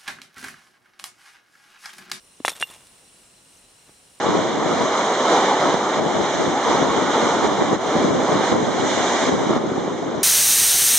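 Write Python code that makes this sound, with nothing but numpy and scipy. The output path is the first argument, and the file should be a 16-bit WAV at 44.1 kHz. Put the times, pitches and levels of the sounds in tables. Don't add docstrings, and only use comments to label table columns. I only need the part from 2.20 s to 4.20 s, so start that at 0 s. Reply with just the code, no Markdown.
import sys
import numpy as np
from scipy import signal
from scipy.fft import rfft, irfft, next_fast_len
from scipy.io import wavfile
from scipy.ndimage import map_coordinates

SR = 44100
rng = np.random.default_rng(int(sys.argv[2]) if len(sys.argv) > 2 else 0)


def wrap_up_sound(samples):
    columns = np.atleast_2d(samples).T
    tamed = np.clip(columns, -1, 1)
    steps = np.round(tamed * 32767).astype(np.int16)
    wavfile.write(sys.argv[1], SR, steps)


N = 88200

# t/s, peak/dB, body f/Hz, body width/Hz, low cut/Hz, high cut/Hz
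WOOD_HITS = [(.2492, -6, 835, 490, 274, 3050), (0.2804, -6, 1380, 1500, 392, 2260),
             (0.2842, -11.5, 1480, 1340, 342, 2040), (0.4261, -8, 1470, 1710, 375, 2600)]
# f/Hz, level re the hit/dB, t60/s
BALL_MODES = [(1747, -10, 0.01), (2000, -23, 0.014)]
# t/s, peak/dB, body f/Hz, body width/Hz, low cut/Hz, high cut/Hz
TURF_HITS = [(.2025, -29.5, 277, 85, 150, 1090), (.4102, -33, 300, 460, 90, 780),
             (.4995, -40, 300, 450, 80, 890), (1.694, -41, 240, 400, 80, 1400)]
# f/Hz, gain/dB
GRASS_EQ = [(60, -12), (220, 0), (600, -5), (1300, -1), (3000, -14), (12000, -28)]

# t/s, relative level/dB, t60/s, tilt/(dB per octave)
METAL_HITS = [(0.2008, -33.5, 0.014, -9.5), (.2500, -22.5, 0.067, -0.5), (.2595, -24.5, 0.05, -1.5),
              (0.271, -23, 0.014, 3), (0.2802, -15, 0.028, -2), (0.2849, -16.5, 0.014, -2),
              (0.2929, -19.5, .04, -0.5), (0.302, -23.5, 0.023, -2), (0.316, -32, 0.035, 1),
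              (0.319, -33, 0.026, -8), (0.3254, -33.5, 0.024, -3.5), (.3325, -43, 0.022, 0),
              (.3530, -33, 0.015, -4), (0.3574, -30, 0.012, -2.5), (0.364, -32.5, 0.03, 0),
              (.3740, -38.5, 0.027, -4), (.3993, -26, .025, 0.5), (0.407, -26.5, 0.032, -4.5),
              (0.4125, -21, 0.025, -1), (0.4195, -27, 0.012, -4.5), (0.425, -28, 0.047, 0),
              (.4325, -36.5, 0.043, -2), (0.471, -39.5, .03, 2.5), (0.4888, -49, .05, -2),
              (0.5002, -39, 0.038, -2), (0.508, -41.5, 0.069, 10), (0.522, -44, 0.099, -4.5),
              (.5370, -35.5, 0.026, 0), (0.546, -40.5, 0.049, -2.5), (0.6697, -37.5, .01, 3)]
# f/Hz, gain/dB
CLASH_EQ = [(100, -17.5), (400, -8.5), (2000, -2.5), (4000, 0), (4800, -5.5), (6600, -1.5), (10500, -0.5),
            (12000, -12.5), (13500, -15), (15500, -30)]
# t/s, relative level/dB
JIGGLE_ENVELOPE = [(.249, -64), (.255, -37), (.32, -41.5), (.345, -47.5), (.39, -43.5), (.42, -52),
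                   (.46, -49.5), (.51, -45.5), (.55, -52.5), (.6, -54.5), (.9, -66), (1.1, -82)]
# f/Hz, gain/dB
JIGGLE_EQ = [(80, -7), (300, -2), (1000, 5), (3500, -4), (4800, -8.5), (9000, -5.5), (12000, -14),
             (15500, -19)]
# f/Hz, level re the rattle/dB, t60/s
STEEL_MODES = [(2792, -19, 0.05), (3444, -18.5, 0.027), (3567, -21, 0.13), (3885, -23.5, 0.023),
               (5570, -18, 0.018), (8900, -24, 0.0079), (10540, -30, .012)]
# f/Hz, level/dB, undamped t60/s
PING_MODES = [(2793, -17, 0.12), (3480, -36.5, 0.12)]
# t/s, f/Hz, level/dB, t60/s
STEEL_NOTES = [(0.2511, 2785, -23.5, .025), (.2600, 3500, -25.5, .03), (0.2937, 2800, -34, .04),
               (0.2955, 5520, -25, .04), (.3325, 3500, -35.5, 0.039), (.4185, 9000, -19, 0.012),
               (.4890, 3550, -40.5, 0.055), (.5130, 2780, -49, .28)]
# f/Hz, level/dB, t60/s
SHIMMER_MODES = [(11800, -52, .5), (13140, -50, .6), (13560, -50, .42)]
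# t/s, gain/dB
SHIMMER_HITS = [(.284, 0), (.426, -5)]

# t/s, peak/dB
BIRD_CHIRPS = [(.122, -64), (.159, -57), (1.327, -58), (1.363, -56)]
# f/Hz, width/Hz, level/dB, pulse rate/Hz, pulse swing/dB
INSECT_VOICES = [(2857, 150, -70, 29, 10), (4010, 24, -74.5, 8.5, 13), (4127, 24, -71.5, 8.5, -4.5),
                 (5630, 160, -69, 3.97, 2), (7770, 450, -68, 1.7, -3), (10300, 130, -72, 3.02, 5),
                 (12000, 290, -78, 3.2, 4)]
# t/s, level/dB
SHRILL_ENVELOPE = [(0, -64.5), (.6, -66), (.95, -62), (1.02, -90), (1.35, -66), (1.7, -75), (2, -60)]
# f/Hz, gain/dB
BED_EQ = [(15, -26), (25, -6), (153, -2.5), (195, -3.5), (344, -6), (476, -5.5), (1190, -10.5), (1790, -12),
          (2000, -12), (2760, -10.5), (4030, -12), (4370, -13), (5570, -12), (6210, -13.5), (9320, -5.5),
          (11300, -22), (16000, -28)]
# t/s, level/dB
BED_ENVELOPE = [(0, -58), (.22, -55.5), (.65, -54.5), (1.1, -55.5), (1.55, -55.5), (2, -55)]
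# f/Hz, side re mid/dB
FIELD_WIDTH = [(60, -22), (130, -15.5), (290, -8), (640, -3.5), (1410, -1), (3100, -5), (6820, -5.5),
               (15000, -17)]


def clacks():
    ring = sum(note(s, hz, db + mode_db, t60) for s, db, *_ in WOOD_HITS for hz, mode_db, t60 in BALL_MODES)
    return knocks(WOOD_HITS) + ring


def knocks(hits):
    out = np.zeros(N)
    for s, db, hz, width, low_cut, high_cut in hits:
        push = np.zeros(N)
        push[round(s * SR)] = 1
        push = signal.sosfilt(signal.butter(4, high_cut, fs=SR, output="sos"), push)
        push = highpass(push, low_cut)
        knock = filtered(push, lambda f: 1j * f * width / (hz * hz - f * f + 1j * f * width))
        out += amp(db) * knock / np.abs(knock).max()
    return out


def fittings(attack_s=0.00033, spikiness=0.47, pivot_hz=5000, clump_db=3.8):
    t, clashes, ring = times(), np.zeros(N), np.zeros(N)
    for s, db, t60, tilt_db in METAL_HITS:
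        contacts = rng.standard_normal(N) * np.exp(spikiness * rng.standard_normal(N))
        tilt = lambda f: amp(tilt_db * np.log2(np.maximum(f, 500) / pivot_hz))
        burst = unit(filtered(contacts, lambda f: eq(CLASH_EQ, f) * tilt(f)))
        attack = 1 - np.exp(-np.maximum(t - s, 0) / attack_s)
        clashes += amp(db) * burst * attack * decay(t - s, t60)
    for hz, db, t60 in STEEL_MODES:
        mode = np.cos(2 * np.pi * hz * t) * decay(t, t60)
        ring += amp(db) * mode / np.linalg.norm(mode)
    jiggle_db = curve(JIGGLE_ENVELOPE) + clump_db * (wobble(380) - 0.83)
    jiggle = amp(jiggle_db) * noise(lambda f: eq(JIGGLE_EQ, f))
    rattle = highpass(clashes + jiggle, hz=167)
    return amp(-4) * (rattle + signal.fftconvolve(rattle, ring)[:N])


def ping(start_s=.4262, hold_s=0.015, choke_s=0.0055, choke_db=16):
    t = times() - start_s
    ring = sum(amp(db) * np.sin(2 * np.pi * hz * t) * decay(t, t60) for hz, db, t60 in PING_MODES)
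    return ring * amp(-choke_db * np.clip((t - hold_s) / choke_s, 0, 1))


def clinks(drift_rad=1.1):
    shimmer = sum(note(s, hz, db + mode_db, t60, phase=drift_rad * wobble(60))
                  for s, db in SHIMMER_HITS for hz, mode_db, t60 in SHIMMER_MODES)
    return shimmer + sum(note(*row) for row in STEEL_NOTES)


def turf(scuff_s=1.692, scuff_width_s=.022, scuff_db=-60):
    swell = bell(times(), scuff_s, scuff_width_s)
    scuff = amp(scuff_db) * swell * noise(lambda f: eq(GRASS_EQ, f))
    return knocks(TURF_HITS) + scuff


def bird(length_s=.021, start_hz=6900, fall_hz_per_s=62000):
    out = np.zeros(N)
    for s, db in BIRD_CHIRPS:
        t = np.clip(times() - s, 0, length_s)
        cycles = start_hz * t - fall_hz_per_s * t * t / 2
        out += amp(db) * np.sin(np.pi * t / length_s) * np.sin(2 * np.pi * cycles)
    return out


def field(flutter_db=.35):
    band = lambda hz, width: noise(lambda f: bell(f, hz, width))
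    bed_db = curve(BED_ENVELOPE) + flutter_db * wobble(12)
    out = amp(bed_db) * noise(lambda f: eq(BED_EQ, f))
    for hz, width, db, rate, swing_db in INSECT_VOICES:
        pulse_phase = 2 * np.pi * rate * times() + 1.3 * wobble(5.2)
        pulsing = amp(swing_db * np.sin(pulse_phase) + 0.82 * wobble(7.5))
        out += amp(db) * unit(pulsing * band(hz, width))
    return out + amp(curve(SHRILL_ENVELOPE)) * band(hz=9420, width=110)


def note(s, hz, db, t60, phase=0, attack_s=0.00052):
    t = times() - s
    attack = 1 - np.exp(-(t / attack_s) ** 2)
    return amp(db) * np.sin(2 * np.pi * hz * t + phase) * attack * decay(t, t60)


def amp(db):
    return 10 ** (np.asarray(db) / 20)


def unit(x):
    return x / np.sqrt(np.mean(x ** 2) + 1e-20)


def times():
    return np.arange(N) / SR


def bell(x, centre, width):
    return np.exp(-.5 * ((x - centre) / width) ** 2)


def decay(t, t60):
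    return (t >= 0) * np.exp(-np.log(1000) * np.maximum(t, 0) / t60)


def curve(points):
    return np.interp(times(), *np.transpose(points))


def wobble(rate):
    return map_coordinates(rng.standard_normal(int(N * rate / SR) + 4), [times() * rate])


def eq(points, hz):
    f, db = np.transpose(points)
    return amp(np.interp(np.log(hz + 1), np.log(f + 1), db))


def highpass(x, hz):
    return signal.sosfilt(signal.butter(2, hz, "high", fs=SR, output="sos"), x)


def filtered(x, response):
    m = next_fast_len(N + SR // 2)
    return irfft(rfft(x, m) * response(np.fft.rfftfreq(m, 1 / SR)), m)[..., :N]


def noise(response):
    return unit(filtered(rng.standard_normal(N), response))


def scene(rattle_side_db=-29, ping_pan_db=1.2):
    mid = clacks() + fittings() + clinks() + turf() + bird() + field()
    side = filtered(field(), lambda f: eq(FIELD_WIDTH, f)) + amp(rattle_side_db) * fittings()
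    return np.array([mid + side, mid - side]) + ping() * amp([[-ping_pan_db], [ping_pan_db]])


def record(dry):
    return filtered(dry, lambda hz: hz < 15800)


dry = scene()
out = record(dry)
wrap_up_sound(out)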